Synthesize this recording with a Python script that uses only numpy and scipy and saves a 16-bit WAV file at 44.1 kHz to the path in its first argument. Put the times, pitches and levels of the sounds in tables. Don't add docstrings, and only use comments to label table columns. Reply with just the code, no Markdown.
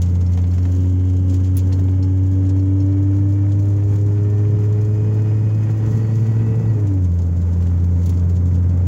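import sys
import numpy as np
from scipy import signal
from scipy.fft import rfft, irfft, next_fast_len
from scipy.io import wavfile

SR = 44100
rng = np.random.default_rng(int(sys.argv[2]) if len(sys.argv) > 2 else 0)


def log_audio(samples):
    frames = np.atleast_2d(samples).T
    limited = np.clip(frames, -1, 1)
    pcm = np.round(limited * 32767).astype(np.int16)
    wavfile.write(sys.argv[1], SR, pcm)


N = 391166
TIME = np.arange(N) / SR
MID_FIRING_HZ, MID_KMH = 100, 45

# centre in Hz, width in Hz, gain in dB.
PANEL_RESONANCES = [(527, 16, -6), (588, 50, 7), (622, 22, 7), (652, 22, -9), (685, 30, 5), (855, 50, 9),
                    (1918, 36, 10), (2095, 50, 5), (2490, 60, 6), (2600, 40, 6), (4350, 45, 9),
                    (4508, 70, 12), (6100, 120, 6), (6420, 120, 5)]
# time in seconds, relative dB.
THROTTLE_HISS = [(0, -71), (.55, -62), (.8, -60), (2.8, -65.5), (3.7, -72.5), (5.95, -65), (6.6, -75),
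                 (6.9, -80.5), (8.87, -81)]


def from_db(db):
    return 10 ** (np.asarray(db) / 20)


def unit_power(x):
    return x / np.sqrt(np.mean(x ** 2) + 1e-20)


def in_time(rows):
    return np.interp(TIME, *np.transpose(rows))


def swell(middle_s, length_s):
    return np.cos(np.pi * np.clip((TIME - middle_s) / length_s, -.5, .5)) ** 2


def drift(rate_hz):
    step = 40
    pole = np.exp(-2 * np.pi * rate_hz * step / SR)
    white = rng.standard_normal(N // step + 2002)
    slow = signal.lfilter([1], [1, -2 * pole, pole * pole], white)[2000:]
    return np.interp(np.arange(N) / step, np.arange(len(slow)), unit_power(slow))


def noise(spectrum):
    hz, db = np.transpose(spectrum)
    size = next_fast_len(N)
    octave = np.log2(np.maximum(np.arange(size // 2 + 1) * SR / size, 1))
    beyond = np.abs(octave - np.clip(octave, np.log2(hz[0]), np.log2(hz[-1])))
    gain = from_db(np.interp(octave, np.log2(hz), db) - 24 * beyond)
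    return unit_power(irfft(rfft(rng.standard_normal(size)) * gain, size)[:N])


def resonate(x, hz, width):
    r = np.exp(-np.pi * width / SR)
    feedback = [1, -2 * r * np.cos(2 * np.pi * hz / SR), r * r]
    return signal.lfilter(np.array([1, 0, -1]) * (1 - r * r) / 2, feedback, x)


def narrow_noise(hz, width):
    return unit_power(resonate(resonate(rng.standard_normal(N), hz, width), hz, width))


def resonance_db(resonances, hz):
    coarse_hz = hz[::200]
    db = sum(top_db / (1 + (2 * (coarse_hz - centre) / width) ** 2)
             for centre, width, top_db in resonances)
    return np.interp(TIME, TIME[::200], db)


def strikes(times, db):
    out = np.zeros(N)
    out[np.clip(np.round(times * SR).astype(int), 0, N - 1)] = from_db(db)
    return out


def fade(clicks, t60):
    return signal.lfilter([1], [1, -from_db(-60 / (t60 * SR))], clicks + 1e-18)


def ring(clicks, hz, t60):
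    r, w = from_db(-60 / (t60 * SR)), 2 * np.pi * hz / SR
    return signal.lfilter([0, np.sin(w)], [1, -2 * r * np.cos(w), r * r], clicks + 1e-18)


def engine(phase, firing_hz):
    harmonics_db = [-15, -40, -38.5, -45.5]
    # centre in Hz, width in Hz, gain in dB.
    cabin_modes = [(86.27, 0.97, -2.5), (108.9, 4.1, -2), (175.3, 22, 10.5), (200.4, 11, -10),
                   (220.5, 12, 7.5), (263.1, 9.8, -8.5), (273.8, 7.2, 5.5), (290.5, 23, 15.5),
                   (351.6, 15, -16), (364.6, 4.7, 8), (397, 6, -19.5), (414.9, 43, 13.5),
                   (430.5, 2.8, -16.5), (445, 1.8, 7.5)]
    # multiple of the firing rate, relative level in dB.
    overtones = [(4.5, -59), (5, -50), (5.5, -60), (6, -54), (6.5, -63), (7, -61), (8, -63), (9, -63),
                 (10, -66)]
    out = np.zeros(N)
    for k, db in enumerate(harmonics_db, 1):
        gain = from_db(db + resonance_db(cabin_modes, k * firing_hz))
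        out += gain * (1 + 0.013 * k * drift(8)) * np.sin(k * phase)
    throttle_db = in_time(THROTTLE_HISS)
    load_db = -4.5 + 0.088 * (throttle_db - throttle_db.mean())
    for multiple, db in overtones:
        level_db = db + load_db + resonance_db(PANEL_RESONANCES, multiple * firing_hz) + 3 * drift(2.7)
        out += from_db(level_db) * np.cos(multiple * phase + rng.uniform(0, 2 * np.pi))
    gear_shift_db = -1.5 * swell(middle_s=6.8, length_s=.5)
    return np.sqrt(2) * out * from_db(gear_shift_db)


def belt_whine(phase, firing_hz, gain_db):
    # multiple of the firing rate, relative dB at mid revs, dB gained per Hz of firing rate.
    tones = [(17.53, -68.5, .15), (23.41, -72.5, .15), (40.95, -85, .45), (58.5, -83, .15)]
    out = np.zeros(N)
    for multiple, db, growth in tones:
        level_db = db + gain_db + growth * (firing_hz - MID_FIRING_HZ)
        level_db += resonance_db(PANEL_RESONANCES, multiple * firing_hz)
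        waver_db = 1.5 * drift(28) + 2.3 * drift(2.3)
        slip_radians = drift(25)
        out += from_db(level_db + waver_db) * np.sin(multiple * phase + slip_radians)
    return np.sqrt(2) * out


def ride_levels(firing_hz):
    # time in seconds, speed in km/h.
    road_speed = [(0, 40.2), (6.7, 51.4), (8.87, 67.5)]
    # middle and length in seconds, dB added to drone, roar, rush and buzz.
    rough_road = [(.1, 0.88, 6, 2.5, 2.5, 3), (.65, 0.65, -2, 2, 4.5, 5), (1.346, 0.32, -3, 3.5, 3, 4),
                  (1.737, 0.53, 3.5, 4.5, 1, 4), (3.93, 0.17, 3.5, 1.5, 1.5, 6),
                  (4.557, 0.27, 12.5, 1.5, -0.5, -2), (5.93, .3, 5, 3, 0.5, 5.5),
                  (6.193, .4, 5, -2.5, 0, 3.5), (6.68, 0.61, 14, 1.5, -2, -0.5),
                  (7.618, 0.78, -2.5, 1, 3.5, 2.5), (8.05, 0.45, -7, 1, 1.5, 5)]
    drone, roar, air, buzz = sum(np.outer(added_db, swell(middle_s, length_s))
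                                 for middle_s, length_s, *added_db in rough_road)
    doublings = np.log2(in_time(road_speed) / MID_KMH)
    extra_hz = firing_hz - MID_FIRING_HZ
    return (drone - 36 + 14 * doublings + 0.03 * extra_hz,
            roar - 31 + 7 * doublings + 0.15 * extra_hz,
            air - 53 + 4 * doublings + 0.3638 * extra_hz,
            buzz - 61 - 0.5 * doublings + 0.11 * extra_hz)


def road_rumble(drone_db, roar_db):
    # frequency in Hz, relative spectral density in dB.
    spectrum = [(20, -15), (32, -5), (50, -6), (75, 4.5), (110, -0.5), (160, 5), (220, -1.5), (280, -2.5),
                (350, -10.5), (450, -8.5), (570, -16), (680, -26), (950, -24), (1400, -32)]
    drone = narrow_noise(hz=126.1, width=35) * from_db(drone_db + drift(1.3))
    roar = from_db(roar_db + 0.36 * drift(22)) * noise(spectrum)
    return drone + roar


def air_rush(level_db, phase):
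    # frequency in Hz, relative spectral density in dB.
    spectrum = [(500, -14.5), (680, 3.5), (800, 7), (1000, 1), (1150, 0), (1450, 1), (2000, -2.5),
                (2600, -8), (3300, -12.5), (4200, -21), (6000, -20), (9000, -31.5), (16000, -36)]
    return from_db(level_db + 2.5 * drift(53)) * (1 + 0.081 * np.cos(phase)) * noise(spectrum)


def throttle(hiss_gain_db, whistle_db):
    # frequency in Hz, relative spectral density in dB.
    spectrum = [(2500, -12), (2850, -0.5), (3250, -0.5), (3550, -19.5)]
    whistle = from_db(whistle_db) * swell(middle_s=5.4, length_s=4.9) * narrow_noise(hz=5000, width=77)
    hiss = from_db(in_time(THROTTLE_HISS) + hiss_gain_db) * noise(spectrum)
    return hiss + whistle


def trim_buzz(level_db, phase, taps_per_s):
    # frequency in Hz, relative spectral density in dB.
    spectrum = [(2500, -13), (3300, -6), (3900, -10), (4300, -7), (4800, -8), (5400, -6), (6500, -0.5),
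                (7500, -3), (8100, -17), (9100, -21), (10900, -11.5), (13600, -19.5), (15100, -9.5),
                (15800, -8.5)]
    taps = (rng.random(N) < taps_per_s / SR) * np.minimum(rng.exponential(1, N), 2)
    shake = from_db(0.8 * drift(23)) * (1 + 0.1 * np.cos(phase))
    shake += from_db(-0.5) * fade(taps, t60=0.048)
    return from_db(level_db) * shake * noise(spectrum)


def trim_ticks(firing_hz, rattles_per_s, rattle_below_hz):
    # start in seconds, relative level in dB, dB added for the snap.
    knocks = [(0.018, -35, -8), (0.06, -45, -20), (0.1501, -45.5, -16), (0.2084, -47.5, -14),
              (0.3336, -46, -12), (0.3726, -44, -10), (0.5367, -45.5, -10), (1.1662, -46.5, -11),
              (1.295, -45.5, -14), (1.341, -41, -10), (1.5686, -37.5, 9.5), (1.5764, -45, 2),
              (1.59, -43, -24), (1.728, -40.5, -15), (2.0273, -46, -24), (2.4633, -50, -17),
              (2.492, -43, -21), (3.5186, -45.5, -22), (6.871, -47, -11), (7.1876, -47.5, -17),
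              (7.5308, -48, -17), (7.668, -47, -15), (8.0593, -40, -3), (8.093, -40, -2),
              (8.1718, -48, -19), (8.297, -51, -16)]
    # frequency in Hz, relative spectral density in dB.
    body_spectrum = [(1000, -14.5), (2000, -9), (3200, -1.5), (4000, -4.5), (5200, -3.5), (7000, 2),
                     (8200, -11), (10000, -18.5)]
    snap_spectrum = [(7000, -14.5), (9300, -17), (10100, 1.5), (10700, -1.5), (11800, -12.5), (13900, -12),
                     (14800, 7), (15200, -5.5), (15700, -1)]
    starts, db, snap_db = np.transpose(knocks)
    loose = (rng.random(N) < rattles_per_s / SR) * (firing_hz < rattle_below_hz)
    rattle = loose * from_db(-52 + rng.standard_normal(N))
    body_hits = strikes(starts, db) + rattle
    snap_hits = strikes(starts, db + snap_db) + from_db(-14) * rattle
    body = from_db(-3) * fade(body_hits, t60=0.095) * noise(body_spectrum)
    snap = from_db(1) * fade(snap_hits, t60=.05) * noise(snap_spectrum)
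    return body + snap


def thuds_and_peaks(gain_db):
    # start in seconds, relative level in dB.
    bursts = [(.155, -48), (.213, -45), (.375, -40), (.39, -44), (.44, -41), (.581, -43), (0.653, -40),
              (1.72, -42), (1.79, -41), (1.884, -44), (3.825, -46), (4.178, -45), (8.125, -44)]
    # frequency in Hz, relative spectral density in dB.
    spectrum = [(300, -15), (700, 6.5), (1200, -3.5), (1800, -5), (2400, -11), (3300, -11.5), (5000, -23)]
    starts, db = np.transpose(bursts)
    return fade(strikes(starts, db + gain_db), t60=0.053) * noise(spectrum)


def clinks(gain_db, chatter_db):
    # start in seconds, relative level in dB.
    touches = [(0.2107, -50), (0.2633, -43.5), (0.3346, -50), (0.5137, -49), (0.5821, -44.5), (0.629, -46),
               (1.725, -37.5), (2.0273, -43.5), (2.4916, -50), (2.594, -48.5), (2.802, -44), (2.9215, -51)]
    # frequency in Hz, relative level in dB, time to decay by 60 dB in seconds.
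    modes = [(2708, -14, .06), (3500, -9, .015), (4264, -7, .06), (4750, -6, .015), (5370, -6, .07),
             (5560, -4, .025), (6490, -4, .02)]
    starts, db = np.transpose(touches)
    force = strikes(starts, db + gain_db)
    force += from_db(chatter_db) * fade(force, t60=0.036) * rng.standard_normal(N)
    return sum(from_db(mode_db) * ring(force, hz, t60) for hz, mode_db, t60 in modes)


def dashboard(x):
    # centre in Hz, width in Hz, gain in dB.
    modes = [(2630, 90, -6), (4300, 36, -2), (5200, 64, -3), (6470, 64, -4.5), (7260, 46, -3.5)]
    return x + sum(from_db(db) * resonate(x, hz, width) for hz, width, db in modes)


def cabin_reflections(x, echo_db, t60):
    t = np.arange(SR // 12) / SR
    spray = rng.standard_normal(len(t)) * from_db(-60 * t / t60)
    spray /= np.sqrt(np.sum(spray ** 2))
    echo = from_db(echo_db)
    return (x + echo * signal.fftconvolve(x, spray)[:N]) / np.sqrt(1 + echo ** 2)


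def scene():
    # time in seconds, firing rate in Hz.
    engine_speed = [(0, 88.4), (0.5, 89.3), (0.85, 91.6), (1.75, 92.9), (2.5, 95.2), (3.2, 98.5),
                    (4, 101.6), (5, 105.9), (5.75, 107.8), (6.05, 110.0), (6.25, 110.0), (6.6, 111.5),
                    (6.7, 110.1), (6.8, 103.4), (7.1, 86.9), (7.3, 86.5), (8.87, 89.4)]
    firing_hz = in_time(engine_speed)
    phase = 2 * np.pi * np.cumsum(firing_hz) / SR
    drone_db, roar_db, rush_db, buzz_db = ride_levels(firing_hz)
    hum = engine(phase, firing_hz) + belt_whine(phase, firing_hz, gain_db=3)
    rumble = road_rumble(drone_db, roar_db)
    hiss = air_rush(rush_db, phase) + throttle(hiss_gain_db=-2, whistle_db=-68.5)
    clatter = trim_buzz(buzz_db, phase, taps_per_s=30)
    clatter += trim_ticks(firing_hz, rattles_per_s=14, rattle_below_hz=92.5)
    clatter += clinks(gain_db=-6, chatter_db=-15)
    clatter += thuds_and_peaks(gain_db=3)
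    treble = cabin_reflections(hiss + dashboard(clatter), echo_db=-15, t60=.05)
    return (hum + rumble + treble)[None]


def record(dry):
    cutoff_hz = 15830
    return signal.sosfilt(signal.ellip(12, .1, 90, cutoff_hz, fs=SR, output="sos"), dry)


dry = scene()
out = record(dry)
log_audio(out)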